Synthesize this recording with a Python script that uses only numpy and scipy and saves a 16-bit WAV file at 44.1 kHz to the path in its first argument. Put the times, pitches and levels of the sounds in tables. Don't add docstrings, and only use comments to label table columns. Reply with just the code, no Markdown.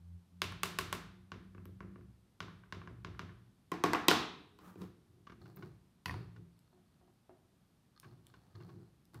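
import sys
import numpy as np
from scipy import signal
from scipy.fft import rfft, irfft
from scipy.io import wavfile
from scipy.ndimage import uniform_filter1d

SR = 44100
rng = np.random.default_rng(int(sys.argv[2]) if len(sys.argv) > 2 else 0)


def inscribe(sig):
    pcm = np.round(np.clip(np.atleast_2d(sig).T, -1, 1) * 32767)
    wavfile.write(sys.argv[1], SR, pcm.astype(np.int16))


N = 405719

# t/s, clack level/dB, hardness (crack over clack)/dB
DABS = [(0.418, -33.5, -3), (0.633, -31.5, -6.5), (0.787, -32.5, -6.5), (0.927, -33.5, -9.5),
        (1.318, -44.5, -11), (1.548, -60, -20), (1.655, -60.5, -13), (1.805, -48.5, -20),
        (1.958, -58.5, -24.5), (2.404, -40.5, -8.5), (2.724, -42, -10), (2.874, -49.5, -19.5),
        (3.047, -44, -10.5), (3.193, -41.5, -11)]
# t/s, clack level/dB
LIFTS = [(0.522, -48), (1.58, -58), (2.01, -69), (2.482, -52.5), (2.636, -59), (2.816, -53), (3.148, -58),
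         (3.293, -55.5)]
# t/s, clack level/dB, hardness/dB, table thump level/dB
CASE_KNOCKS = [(3.717, -36, -15, -41.5), (3.838, -25.5, -14.5, -32.5), (3.933, -27.5, -15, -47.5),
               (3.947, -29.5, -48, -44.5), (4.083, -23, -3, -33), (4.112, -23, -14.5, -38),
               (4.588, -59.5, -11.5, -66.5), (4.755, -65.5, -13, -57.5), (4.817, -54.5, -10.5, -58)]
# start t/s, length/s, scrape level/dB, shudder level/dB
SLIDES = [(4.59, 0.11, -60.5, -56.5), (4.768, 0.051, -59, -42)]
# t/s, clack level/dB, hardness/dB
LANDING = [(6.058, -39, -5), (6.081, -46.5, -15), (6.095, -39, -25), (6.109, -44, -13), (6.141, -45.5, -21)]
# t/s, clack level/dB
HINGE_KNOCKS = [(5.269, -54.5), (5.297, -57), (5.32, -59), (5.457, -61.5), (5.57, -61.5), (5.624, -53),
                (6.362, -62), (8.03, -61), (8.043, -59), (8.339, -60), (8.55, -66.5), (8.603, -62.5),
                (8.622, -68), (8.691, -64.5), (9.144, -59)]
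# t/s, level/dB
PRESSES = [(6.729, -69.5), (6.776, -72.5), (7.013, -69.5), (7.078, -71), (7.294, -57)]
TACKY_TICKS = [(0.522, -67.5), (1.655, -68), (6.591, -78), (7.999, -63), (8.268, -67), (9.054, -78),
               (9.144, -69)]
SQUEAKS = [(5.561, -65), (5.567, -69)]
# start t/s, length/s, level/dB
PEELS = [(5.413, 0.055, -72.5), (6.548, 0.55, -89), (7.958, 0.086, -73), (8.244, 0.11, -76),
         (8.54, 0.13, -74)]
# start t/s, length/s, rumble level/dB, rub level/dB
SHIFTS = [(5.067, 0.14, -65, -90), (5.392, 0.086, -55, -69.5), (5.549, 0.11, -50.5, -68.5),
          (6.134, 0.056, -48, -66), (6.34, 0.035, -54, -84), (8.037, 0.095, -60.5, -71),
          (8.242, 0.27, -72, -77), (8.538, .27, -54, -71.5), (9.126, 0.042, -52.5, -63.5)]
# start t/s, length/s, low tone level/dB, octave level/dB
DRONES = [(-.03, 0.186, -55.5, -56), (0.306, .55, -63, -64), (0.972, 1.05, -66, -60)]

# f/Hz, level/dB, t60/s
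OPEN_PLATE_MODES = [(390.5, -6, 0.076), (670, -13, 0.06), (1072, -13, 0.081), (1123, 9, 0.02),
                    (1422, 6.5, 0.0142), (1540, 2, .014), (1940, -4.5, 0.0053), (2204, 3, 0.01),
                    (2733, 5, 0.0132), (3380, -5, 0.017), (4050, -13.5, 0.002), (5200, -21.5, 0.0014)]
FLAT_PLATE_MODES = [(420, -11, 0.059), (736, -7, 0.048), (1027, 1.5, 0.046), (1100, 3.5, 0.019),
                    (1470, -1, 0.012), (1890, 9.5, 0.0087), (2270, -20, 0.0062), (2600, -1, 0.024),
                    (3060, -31, .01), (4400, -6, 0.025)]
PRESSED_PLATE_MODES = [(364, -2, 0.13), (406, -5, 0.049), (600, -5, 0.029), (680, 4, 0.019),
                       (950, -11, 0.044), (1280, -37, 0.024), (3200, -9, .006)]
HINGE_PIN_MODES = [(4350, 0, 0.03), (4670, 3.5, 0.015), (9600, 2, .007), (12200, 0, .007)]
PEEL_MODES = [(1250, -1.5, 0.03), (1600, -4, 0.017), (3600, -2.5, 0.0059), (4400, 1.5, .012),
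              (5000, -14, 0.0073)]
CASE_MODES = [(345, -8, 0.05), (533.6, -14, 0.012), (737, -9, 0.065), (935, -3, .03), (1087, 4, 0.038),
              (1440, 1, 0.013), (1920, 0, .016), (2490, -1, .018), (2680, -0.5, 0.015), (3110, 5, 0.013),
              (3682, -1, 0.0097), (3753, -7, 0.02), (4447, -3.5, 0.01), (4960, -3, 0.0035),
              (6400, -7.5, 0.0099)]
TABLE_MODES = [(63.6, -4, 0.29), (100.9, -2.5, 0.5), (120, -2.5, 0.5), (162, 4, 0.088), (185.7, -1, 0.2),
               (253.8, -4.5, 0.14), (294, -8.5, 0.18), (351.4, -7, 0.54)]
TABLE_EDGE_MODES = [(100.5, -19.5, 0.22), (187, -4, 0.2), (252, -8, .1), (304, -0.5, 0.46),
                    (342.4, 3, 0.15), (357.1, 5.5, 0.038), (400, -4.5, 0.12)]
TOOL_BASE_MODES = [(70, -16, .3), (97, 8, 0.3), (113, 3.5, 0.29), (153, -6, .15), (173, -1.5, 1),
                   (282, -0.5, 0.12), (367, -2, 0.17)]

# f/Hz, level/dB
TICK_SPECTRUM = [(2000, -29.5), (4500, -3.5), (6000, -3.5), (8200, -3.5), (10500, -7.5), (12700, -6.5),
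                 (14500, -10), (16000, -17.5)]
SCRAPE_SPECTRUM = [(300, -1.5), (700, 5), (1200, 13), (2200, -6), (4000, -11), (8000, -13), (13000, -11),
                   (16000, -14)]
SHUDDER_SPECTRUM = [(40, -27), (100, 0.5), (140, -3), (168, -17), (182, 18.5), (197, -2), (250, -11),
                    (360, -8), (500, -16), (900, -60)]
TACKY_SPECTRUM = [(1000, -18), (2500, -6), (4000, -1), (6000, -9), (9500, -3), (14000, -6), (16000, -16)]
SQUEAK_SPECTRUM = [(5000, -44), (9000, -27), (12000, -10), (14300, -3), (15500, -5), (17000, -25)]
RUMBLE_SPECTRUM = [(30, -53), (60, -9), (110, 14), (180, 7.5), (250, -7), (350, 4), (500, -14.5),
                   (900, -60)]
RUB_SPECTRUM = [(300, 2.5), (700, 10), (1150, 7.5), (1600, 2.5), (2200, -8), (3000, -18), (4300, -2.5),
                (6000, -13), (8200, -16), (14000, -16.5)]
ROOM_SPECTRUM = [(80, 9.5), (300, -0.5), (1200, -3), (3000, -1.5), (5000, -2.5), (9000, -1.5), (15000, 0.5)]
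AIR_SPECTRUM = [(15, -44.5), (25, -10.5), (92, -3), (170, -2.5), (363, -14.5), (476, -21), (1130, -23.5),
                (2110, -30), (3820, -30), (7310, -36.5), (8830, -34.5), (13600, -37.5), (16000, -62)]
# f/Hz, t60/s
ROOM_T60 = [(80, .85), (250, .66), (700, .55), (1840, .58), (3100, .55), (3750, .65), (4400, .5),
            (5400, .46), (8000, .38), (13000, .29)]


def dabs():
    blows = []
    for s, db, hard_db in DABS:
        firm_db = db + 40
        tick_db = -67 + 2.97 * firm_db
        thump_db = -52.5 + 0.27 * firm_db
        blows.append((s, db, db + hard_db, tick_db, thump_db))
    blows += [blow(s, db, hard_db=-28, tick_db=-13, thump_db=-13) for s, db in LIFTS]
    return knocks(blows, OPEN_PLATE_MODES, TABLE_MODES, chatter=0.58, chatter_s=0.0031,
                  wet_db=-5, sizzle_db=0.5, boom_db=-0.5, rebound=0.88, rebound_s=0.045)


def pad_case():
    blows = [blow(s, db, hard_db, tick_db=-7, thump_db=table_db - db)
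             for s, db, hard_db, table_db in CASE_KNOCKS]
    return knocks(blows, CASE_MODES, TABLE_EDGE_MODES, chatter=3.6, chatter_s=0.0019,
                  wet_db=-1.5, sizzle_db=-5, boom_db=-3, rebound=0.077, rebound_s=0.036)


def case_slide(grains_per_s=1500, rise_s=0.067):
    grit = (rng.random(N) < grains_per_s / SR) * rng.standard_normal(N)
    scrape = unit_rms(colour(grit + room(grit), SCRAPE_SPECTRUM))
    shudder = noise(SHUDDER_SPECTRUM)
    return sum(amp(scrape_db) * scrape * swell(s, length, rise_s, fall_db_per_s=220.5)
               + amp(shudder_db) * shudder * swell(s, length, rise_s, fall_db_per_s=139)
               for s, length, scrape_db, shudder_db in SLIDES)


def plate_landing():
    pin = np.zeros(N)
    add(pin, LANDING[0][0], amp(-47) * ring(HINGE_PIN_MODES, scatter_db=1, detune=0.003))
    blows = [blow(s, db, hard_db, tick_db=-15, thump_db=-9.5) for s, db, hard_db in LANDING]
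    slap = knocks(blows, FLAT_PLATE_MODES, TOOL_BASE_MODES, chatter=0.73, chatter_s=0.0023,
                  wet_db=-8.5, sizzle_db=0, boom_db=2, rebound=0.49, rebound_s=0.05)
    return slap + pin + room(pin)


def hinge_rattle():
    blows = [blow(s, db, hard_db=-12, tick_db=-33, thump_db=-9.5) for s, db in HINGE_KNOCKS]
    return knocks(blows, OPEN_PLATE_MODES, TABLE_MODES, chatter=2, chatter_s=0.0052,
                  wet_db=-7.5, sizzle_db=8, boom_db=1, rebound=0.97, rebound_s=0.04)


def blow(s, db, hard_db, tick_db, thump_db):
    return s, db, db + hard_db, db + hard_db + tick_db, db + thump_db


def knocks(blows, modes, table_modes, chatter, chatter_s, wet_db, sizzle_db, boom_db, rebound, rebound_s):
    direct, spread, sizzle, thumps = np.zeros((4, N))
    clean_tick = burst(colour(contact(chatter=0, seconds=1), TICK_SPECTRUM), size=880)
    for s, clack_db, crack_db, tick_db, thump_db in blows:
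        plastic = ring(modes, scatter_db=2, detune=0.025, size=3000)
        struck = signal.fftconvolve(plastic, contact(chatter, chatter_s))
        tick = burst(colour(contact(chatter=3, seconds=0.001), TICK_SPECTRUM), size=880)
        add(direct, s, clack_and_crack(struck, clack_db, crack_db))
        add(direct, s, amp(tick_db) * tick)
        blurred = ring(modes, scatter_db=1, detune=0.025, damping=4, size=3000)
        add(spread, s, clack_and_crack(blurred, clack_db, crack_db))
        add(sizzle, s, amp(tick_db + sizzle_db) * clean_tick)
        for delay_s, share in ((0.003, 1), (rebound_s * rng.uniform(0.73, 1), rebound)):
            thump = band(ring(table_modes, scatter_db=2, detune=0.02), 48, 520)
            add(thumps, s + delay_s, share * amp(thump_db) * burst(thump, size=1760))
    reflections = room(spread + amp(boom_db) * thumps) + room(sizzle)
    return direct + thumps + amp(wet_db) * reflections


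def clack_and_crack(x, clack_db, crack_db):
    clack = burst(band(x, 250, 2100), size=240)
    crack = burst(band(x, 2100, 6200), size=880)
    return amp(clack_db) * clack + amp(crack_db) * crack


def ring(modes, scatter_db, detune, damping=1, size=16000):
    hz, db, t60 = np.transpose(modes)[:, :, None]
    weight, bend = rng.standard_normal((2, len(modes), 1))
    t = np.arange(size) / SR
    decay = np.exp(-np.log(1000) * damping * t / t60)
    tones = np.cos(2 * np.pi * hz * (1 + detune * bend) * t)
    return (amp(db + scatter_db * weight) * decay * tones).sum(0)


def contact(chatter, seconds, size=1024):
    age = np.arange(size) / SR / seconds
    grit = rng.standard_normal(size) * np.sqrt(age) * np.exp(-age)
    force = chatter * grit / np.linalg.norm(grit)
    force[30] += 1
    return force


def fingers():
    out = np.zeros(N)
    soft = signal.butter(2, 1500, fs=SR, output="sos")
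    for s, db in PRESSES:
        plate = ring(PRESSED_PLATE_MODES, scatter_db=0.84, detune=0.0081, size=4000)
        tap = signal.fftconvolve(plate, contact(chatter=0.95, seconds=0.018))
        add(out, s, amp(db) * burst(signal.sosfilt(soft, tap), size=400))
    return out + amp(-4) * room(out)


def handling():
    rumble = noise(RUMBLE_SPECTRUM)
    friction = slips(per_s=140, spread_db=3.4)
    rub = unit_rms(colour(friction + amp(-1) * room(friction), RUB_SPECTRUM))
    return sum((amp(rumble_db) * rumble + amp(rub_db) * rub)
               * swell(s, length, rise_s=0.025, fall_db_per_s=128)
               for s, length, rumble_db, rub_db in SHIFTS)


def ticks(rows, spectrum, seconds, wet_db):
    out = np.zeros(N)
    for s, db in rows:
        tick = colour(contact(chatter=7.4, seconds=seconds), spectrum)
        add(out, s, amp(db) * burst(tick, size=880))
    return out + amp(wet_db) * room(out)


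def peel():
    releases = slips(per_s=100, spread_db=6.5)
    plate = ring(PEEL_MODES, scatter_db=1, detune=0.0093, size=2000)
    crackle = unit_rms(band(signal.fftconvolve(releases, plate)[:N], 800, 5500))
    envelope = sum(amp(db) * swell(s, length, rise_s=0.011, fall_db_per_s=250) for s, length, db in PEELS)
    out = crackle * envelope
    return out + amp(-11.5) * room(out)


def slips(per_s, spread_db):
    impulses = (rng.random(N) < per_s / SR) * rng.choice([-1, 1], N)
    return impulses * amp(spread_db * np.minimum(rng.exponential(1, N), 3))


def room(x, size=40000, ceiling_s=0.024):
    taps = np.zeros(size)
    slots = np.arange(200, size - 10, 10)
    taps[slots + rng.integers(0, 10, len(slots))] = rng.choice([-1., 1.], len(slots))
    taps *= 1 + 0.64 * np.exp(-((np.arange(size) / SR - ceiling_s) / 0.0022) ** 2)
    hz, t, bands = signal.stft(taps, SR, nperseg=256)
    decay = np.exp(-np.log(1000) * t / curve(ROOM_T60, hz)[:, None])
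    gain = amp(curve(ROOM_SPECTRUM, hz))[:, None]
    tail = signal.istft(bands * decay * gain, SR, nperseg=256)[1]
    return signal.fftconvolve(x, tail / np.linalg.norm(tail))[:N]


def drone(start_hz=85.3, top_hz=99.7, settle_s=1.4, waver_db=4):
    hz = top_hz + (start_hz - top_hz) * np.exp(-np.arange(N) / SR / settle_s)
    phase = 2 * np.pi * np.cumsum(hz) / SR
    drift = unit_rms(uniform_filter1d(uniform_filter1d(rng.standard_normal((2, N)), 3000), 3000))
    low, octave = unit_rms(amp(waver_db * drift) * np.sin([phase, 2 * phase]))
    return sum((amp(low_db) * low + amp(octave_db) * octave)
               * swell(s, length, rise_s=0.013, fall_db_per_s=106.5)
               for s, length, low_db, octave_db in DRONES)


def air():
    return amp(-70) * noise(AIR_SPECTRUM)


def amp(db):
    return 10 ** (np.asarray(db) / 20)


def unit_rms(x):
    return x / np.sqrt(np.mean(x ** 2) + 1e-20)


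def burst(x, size):
    return x / np.sqrt(np.mean(x[:size] ** 2) + 1e-20)


def curve(points, hz):
    f, value = np.transpose(points)
    return np.interp(np.log(hz + 1), np.log(f + 1), value)


def colour(x, spectrum):
    hz = np.fft.rfftfreq(len(x), 1 / SR)
    return irfft(rfft(x) * amp(curve(spectrum, hz)), len(x))


def noise(spectrum):
    return unit_rms(colour(rng.standard_normal(N), spectrum))


def band(x, lo_hz, hi_hz):
    return signal.sosfilt(signal.butter(3, [lo_hz, hi_hz], "band", fs=SR, output="sos"), x)


def swell(start, length, rise_s, fall_db_per_s):
    t = np.arange(N) / SR - start
    return np.clip(t / rise_s, 0, 1) * amp(-fall_db_per_s * np.maximum(t - length, 0))


def add(mix, s, sound):
    part = mix[max(round(s * SR), 0):][:len(sound)]
    part += sound[:len(part)]


def scene():
    tacky = ticks(TACKY_TICKS, TACKY_SPECTRUM, seconds=0.00066, wet_db=-8)
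    squeak = ticks(SQUEAKS, SQUEAK_SPECTRUM, seconds=0.0014, wet_db=-15)
    tool = hinge_rattle() + plate_landing() + tacky + squeak + peel() + fingers() + handling()
    return (dabs() + pad_case() + case_slide() + tool + drone() + air())[None]


def record(dry, low_cut_hz=45, top_hz=15800):
    thin = signal.sosfilt(signal.butter(2, low_cut_hz, "high", fs=SR, output="sos"), dry)
    band_limit = signal.firwin(255, top_hz, window=("kaiser", 9), fs=SR)
    return signal.oaconvolve(thin, band_limit[None], "same")


dry = scene()
out = record(dry)
inscribe(out)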